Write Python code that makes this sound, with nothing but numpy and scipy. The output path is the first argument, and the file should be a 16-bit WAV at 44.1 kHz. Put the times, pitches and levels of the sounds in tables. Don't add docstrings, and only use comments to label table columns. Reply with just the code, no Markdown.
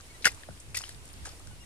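import sys
import numpy as np
from scipy import signal
from scipy.fft import rfft, irfft
from scipy.io import wavfile
from scipy.ndimage import uniform_filter1d

SR = 44100
rng = np.random.default_rng(int(sys.argv[2]) if len(sys.argv) > 2 else 0)


def put_to_file(sound):
    columns = np.atleast_2d(sound).T
    safe = np.clip(columns, -1, 1)
    whole_steps = np.round(safe * 32767)
    wavfile.write(sys.argv[1], SR, whole_steps.astype(np.int16))


def gain_from_decibels(decibels):
    exponent = np.asarray(decibels, float) / 20
    return 10 ** exponent


N = 72765


def rms_one(x):
    return x / np.sqrt(np.mean(x ** 2) + 1e-20)


def at_hz(points, hz):
    table_hz, value = np.transpose(points)
    return np.interp(np.log(hz), np.log(table_hz), value)


def in_time(rows):
    s, value = np.transpose(rows)
    return np.interp(np.arange(N) / SR, s, value)


def spectrum_hz():
    return np.maximum(np.arange(N // 2 + 1) * SR / N, 1)


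def drift(rate_hz):
    pole = np.exp(-80 * np.pi * rate_hz / SR)
    white = rng.standard_normal(N // 40 + 2002)
    slow = signal.lfilter([1], [1, -2 * pole, pole * pole], white)[2000:]
    return np.interp(np.arange(N) / 40, np.arange(len(slow)), rms_one(slow))


def add(out, s, sound):
    i = int(s * SR)
    out[..., i:i + sound.shape[-1]] += sound[..., :N - i]


def band_pass(edges_hz, x):
    return signal.sosfilt(signal.butter(2, edges_hz, "band", fs=SR, output="sos"), x)


# f/Hz, lead/rad
PORT_LEAD = [(100, .1), (700, .8), (1400, 1.3), (3400, 1.7), (6200, 2.2), (9500, 2.3), (13000, 1.6)]
# f/Hz, level/dB
PORT_BALANCE = [(200, .5), (700, 1.5), (1400, 4), (2750, 10), (3600, 4), (6000, 1.5), (15000, -.5)]


def ports(x):
    hz = spectrum_hz()
    half = gain_from_decibels(at_hz(PORT_BALANCE, hz) / 2) * np.exp(.5j * at_hz(PORT_LEAD, hz))
    return irfft(rfft(x) * np.array([half, 1 / half]), N)


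# f/Hz, correlation/1
LIKENESS = [(40, 0.45), (130, 0.48), (290, 0.9), (640, 0.62), (1400, -0.2), (15000, 0.14)]


def banded_noise(spectrum, edges_hz, patchy_db):
    out, together = 0, drift(8)
    white = rng.standard_normal((2, 2, N + 8000))
    for k, (low, high) in enumerate(zip(edges_hz, edges_hz[1:])):
        mid, side = band_pass([low, high], white[k % 2])[:, -N:]
        hz = np.sqrt(low * high)
        alike = np.clip(at_hz(LIKENESS, hz), -.95, .95)
        gain = gain_from_decibels(at_hz(spectrum, hz) + patchy_db * (0.48 * together + drift(11.2)))
        out = out + gain * (np.sqrt(1 + alike) * mid + np.sqrt(1 - alike) * side * [[1], [-1]])
    return rms_one(out)


# f/Hz, level/dB
NIGHT = [(150, -26), (300, -7.5), (500, -11), (1000, -13), (2500, -14), (5000, -16.5), (16000, -21)]
# t/s, level/dB
HISS_SWELL = [(0, 0), (.3, 3), (.65, -.5), (1.0, 0.4), (1.3, 2), (1.65, -1)]


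def night_hiss():
    noise = banded_noise(NIGHT, 180 * 2 ** np.arange(0, 6.6, .5), patchy_db=.7)
    return gain_from_decibels(-53.5 + in_time(HISS_SWELL)) * noise


# f/Hz, level/dB
WIND = [(18, -15), (45, 1.85), (95, 2.35), (145, -8.5), (260, -19)]
# t/s, level/dB
GUST = [(0, -53), (.2, -53), (.29, -52), (.335, -45), (.40, -55), (.47, -54), (.51, -45), (.62, -55),
        (.695, -45), (.8, -50), (.9, -52), (.94, -47), (1.12, -51), (1.23, -42), (1.31, -48), (1.41, -53),
        (1.47, -44), (1.65, -51)]


def wind():
    noise = banded_noise(WIND, 18 * 2 ** np.arange(0, 4.1, .5), patchy_db=2.1)
    power = np.mean(noise ** 2, 0)
    strength = np.sqrt(uniform_filter1d(uniform_filter1d(power, size=1800), size=1800))
    return gain_from_decibels(in_time(GUST)) * noise / strength ** .85


OWN_SHARE_DB = -5.0
# t/s, level/dB,
# centre f/Hz, decay T60/ms
TICKS = [(0.009, -42, 4970, 10), (0.318, -41.5, 8500, 20), (0.346, -45.5, 7200, 24), (.395, -53, 6000, 12),
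         (.574, -49, 2950, 20), (0.6, -48, 7400, 83), (0.704, -49, 7800, 12), (0.757, -32.5, 6700, 19),
         (0.788, -30, 6300, 16), (.8175, -35, 8800, 10), (.849, -52, 9500, 8), (.8605, -58, 9500, 8),
         (.8925, -32.5, 10000, 7.2), (0.8943, -45, 1900, 9.1), (.947, -45.5, 3970, 15),
         (0.837, -38, 1750, 8.7), (0.489, -35, 180, 66), (1.29, -47, 9300, 21), (.222, -44.5, 4370, 81),
         (.256, -37, 510, 102), (0.2599, -22.5, 1650, 37), (0.7715, -23.5, 11000, 16.4),
         (.255, -38, 200, 86), (0.8943, -42, 3800, 10), (1.055, -41, 9400, 10), (1.079, -42, 8000, 6.7),
         (1.090, -43.5, 8500, 8), (1.132, -42.5, 9900, 7.2), (1.251, -44, 7300, 80), (1.472, -42, 7360, 11)]
# t/s, level/dB, centre f/Hz, decay T60/ms
SNAPS = [(.2535, -22, 9200, 14), (.2572, -22, 9500, 18), (.2635, -30, 8900, 40), (.2750, -30, 9000, 25),
         (.8920, -42, 4300, 10), (1.2670, -44, 7200, 40), (1.2570, -46, 5800, 25), (1.2900, -46, 4400, 30),
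         (1.2910, -47, 7500, 20), (1.1380, -47, 4500, 15), (1.4720, -46, 5000, 10), (.4340, -45, 3000, 12),
         (.0020, -50, 1400, 40), (1.1000, -52, 3000, 40), (.7680, -36, 3400, 16), (.7730, -34, 5200, 14),
         (.7850, -40, 3000, 12), (.8530, -47, 3200, 30), (.8660, -46, 3100, 20), (.8780, -47, 3600, 15),
         (1.2680, -46, 2800, 45), (1.2700, -47, 1400, 40), (.8370, -45, 1000, 18), (.2560, -24.5, 5800, 20),
         (.2448, -32, 4300, 10), (.2640, -29, 5200, 50), (1.3950, -48, 7400, 25), (.2680, -26, 14500, 60),
         (1.2560, -45, 1050, 50), (.4870, -45, 1050, 15), (1.2740, -47, 750, 50)]


def ticks(table):
    half_width_octaves = .32
    out, t = np.zeros((3, N)), np.arange(3000) / SR
    whites = rng.standard_normal((len(table), 3, len(t)))
    for (s, db, hz, t60_ms), white in zip(table, whites):
        edges_hz = np.minimum(hz * 2 ** (half_width_octaves * np.array([-1, 1])), .45 * SR)
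        attack = np.minimum(t / 0.0002, 1)
        add(out, s, rms_one(band_pass(edges_hz, white)) * gain_from_decibels(db - 60000 * t / t60_ms) * attack)
    return ports(out[0]) + out[1:] * gain_from_decibels(OWN_SHARE_DB)


# t/s, peak level/dB, first f/Hz, last f/Hz, length/ms
SLIDES = [(.2800, -30, 2230, 1930, 13), (.2680, -25, 1480, 1280, 9), (.4868, -35, 740, 500, 6.5),
          (.8120, -42, 2250, 3100, 5), (.8365, -40, 900, 2600, 3), (.8395, -41, 3600, 5300, 3.5),
          (1.3352, -43, 900, 300, 3.5), (1.397, -51, 500, 800, 5), (1.401, -52, 1100, 1300, 7),
          (.5050, -49, 1450, 1520, 8), (.4900, -48, 1500, 1550, 4), (.8930, -45, 1700, 1900, 3),
          (.8180, -46, 1100, 850, 3), (1.2570, -51, 2200, 2500, 8), (1.2700, -47, 600, 400, 10),
          (1.2810, -48, 1600, 1700, 4), (1.3150, -50, 5000, 5200, 8), (.2650, -33, 480, 530, 11),
          (.2710, -38.5, 790, 760, 11), (.2445, -30, 1650, 1580, 5), (.3750, -50, 1000, 1100, 5),
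          (.0630, -52, 900, 1000, 5), (1.4720, -50, 1400, 1700, 5), (1.2900, -50, 1300, 1200, 10)]


def slides():
    out = np.zeros(N)
    for s, db, first_hz, last_hz, ms in SLIDES:
        u = np.linspace(0, 1, int(ms * SR / 1000))
        phase = 2 * np.pi * np.cumsum(first_hz * (last_hz / first_hz) ** u) / SR
        add(out, s, gain_from_decibels(db) * np.sin(np.pi * u ** 0.75) * np.sin(phase))
    return ports(out)


# t/s, level/dB, f/Hz, length/ms
SQUEAKS = [
    (.095, -55, 2200, 31),
    (.136, -55, 1960, 36),
    (1.50, -58, 1480, 45),
    (1.60, -55, 2820, 42),
    (1.635, -56, 1950, 12),
]
SQUEAK_OVERTONES_DB = [-4.0, -9.0]


def squeaks():
    out = np.zeros(N)
    for s, db, hz, ms in SQUEAKS:
        u = np.linspace(0, 1, int(ms * SR / 1000))
        phase = 2 * np.pi * np.cumsum(hz * (1 - 0.03 * (u - .5))) / SR
        tone = np.sin(phase)
        for harmonic, overtone_db in enumerate(SQUEAK_OVERTONES_DB, 2):
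            tone = tone + gain_from_decibels(overtone_db) * np.sin(harmonic * phase)
        add(out, s, gain_from_decibels(db) * np.sin(np.pi * u) * tone)
    return ports(out)


# t/s, peak level/dB, f/Hz, length/ms
POCKETS = [(0.2448, -18, 2400, 2), (0.248, -20, 2480, 1.2), (0.253, -15, 1600, 3.4),
           (0.2571, -6.5, 1613, 3.63), (1.268, -49, 750, 6.8), (0.2654, -18.5, 1740, 4.1),
           (0.2679, -18.5, 2005, 3.1), (.2696, -14, 1550, 2.5), (.2722, -19, 1480, 2.95),
           (0.2748, -22.5, 2000, 5.7), (.2540, -28, 3000, 8), (.2900, -38, 2520, 7),
           (0.4341, -39.5, 1770, 5.0), (.2770, -30, 4850, 5), (.7453, -28.5, 1920, 1.2),
           (0.7470, -33.5, 4600, 5), (0.7498, -27, 2470, 3.7), (.7630, -34.5, 1967, 19),
           (.880, -48, 970, 3.4), (0.7735, -26.5, 6900, 2.5), (0.8081, -31.5, 1300, 1.3),
           (.2670, -27, 2800, 6), (.8165, -35, 5000, 3.6), (0.8385, -32, 3050, 3.5), (1.2535, -39, 1653, 7),
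           (1.257, -37, 1228, 6), (.8418, -41, 3000, 3.5), (1.5105, -48.5, 860, 5.3), (.2080, -47, 475, 12),
           (.2560, -35, 800, 19)]


def pockets():
    swell_share, pitch_rise = 0.39, 0.041
    second_mode, second_mode_db, pop_db = 1.43, -16.0, -7.0
    out = np.zeros(N)
    for (s, db, hz, ms), turn in zip(POCKETS, rng.random(len(POCKETS))):
        u = np.linspace(0, 1.6, int(1.6 * ms * SR / 1000))
        swell = np.sin(np.pi / 2 * np.minimum(u / swell_share, 1))
        closing = np.exp(-np.maximum((u - swell_share) / 0.4, 0) ** 2)
        phase = 2 * np.pi * np.cumsum(hz * (1 + pitch_rise * (u - .5))) / SR
        upper = gain_from_decibels(second_mode_db) * np.sin(second_mode * phase + 2 * np.pi * turn)
        pop = gain_from_decibels(pop_db) * np.sin(phase * 2) * np.exp(-phase / 2)
        add(out, s, gain_from_decibels(db) * (swell * closing * (np.sin(phase) + upper) + pop))
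    return ports(out)


# t/s, level/dB
SUCTION = [
    [(.2435, -87), (.2452, -24.5), (.252, -37.5), (.2545, -14), (.263, -24.5), (.277, -23), (.283, -35),
     (.295, -40), (.33, -53)],
    [(.7445, -60), (.7462, -34), (.764, -39), (.774, -28.5), (.783, -38), (.797, -44), (.82, -47),
     (.93, -53)],
    [(1.248, -70), (1.255, -41.5), (1.275, -50), (1.295, -49.5), (1.34, -64)],
]
FILM_TILT_DB = [-1.6, 1.8, 0]
# f/Hz, level/(dB per Hz)
FILM = [(120, -72), (450, -4), (1000, -14), (1700, 10), (3200, 4), (5000, 12), (9000, 1.5), (15500, -2.5)]


def film(suction, tilt_db):
    grains_per_s, spread_db, t60_ms = 16000, 3.9, 7.0
    start, size = int(suction[0][0] * SR), int((suction[-1][0] - suction[0][0]) * SR)
    shape = (3, SR // 4)
    grains = gain_from_decibels(spread_db * np.minimum(rng.exponential(1, shape), 4)) * rng.choice([-1, 1], shape)
    grains *= rng.random(shape) < grains_per_s / SR
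    grains *= gain_from_decibels(np.resize(in_time(suction)[start:start + size], shape[1]))
    grains[:, size:] = 0
    pitches, tear = np.geomspace(200, 15000, 40), 0
    share = pitches ** .7 / np.sum(pitches ** .7)
    dealt = np.searchsorted(np.cumsum(share), rng.random(shape))
    for k, hz in enumerate(pitches):
        r = gain_from_decibels(-60000 / (t60_ms * (3000 / hz) ** .5 * SR))
        w = 2 * np.pi * hz / SR
        struck = grains * (dealt == k) + 1e-18
        ring = signal.lfilter([0, np.sin(w)], [1, -2 * r * np.cos(w), r * r], struck)
        even = np.sqrt((1 - r) * hz / (40 * share[k] * grains_per_s))
        tear = tear + ring * even * gain_from_decibels(at_hz(FILM, hz) + tilt_db * np.log2(hz / 3000))
    out = np.zeros((3, N))
    add(out, suction[0][0], tear)
    return gain_from_decibels(3) * (ports(out[0]) + out[1:] * gain_from_decibels(OWN_SHARE_DB))


def scene():
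    air = night_hiss() + wind()
    tears = sum(film(suction, tilt_db) for suction, tilt_db in zip(SUCTION, FILM_TILT_DB))
    return air + ticks(SNAPS) + ticks(TICKS) + slides() + squeaks() + pockets() + tears


def band_limit(x):
    return signal.sosfilt(signal.butter(12, 16500, fs=SR, output="sos"), x)


# f/Hz, level/dB
MICROPHONE = [(6000, -0.7), (8000, 1.5), (9400, 4.5), (10600, -3), (13000, -8.0), (16300, -17)]


def record(dry):
    overload, cutoff_hz, offset = .85, 16700, .0012
    rounded = overload * np.tanh(dry / overload)
    coloured = irfft(rfft(rounded) * gain_from_decibels(at_hz(MICROPHONE, spectrum_hz())), N)
    top_cut = signal.cheby2(10, 60, cutoff_hz, fs=SR, output="sos")
    finished = signal.sosfilt(top_cut, coloured) + offset
    return band_limit(finished)


dry = scene()
out = record(dry)
put_to_file(out)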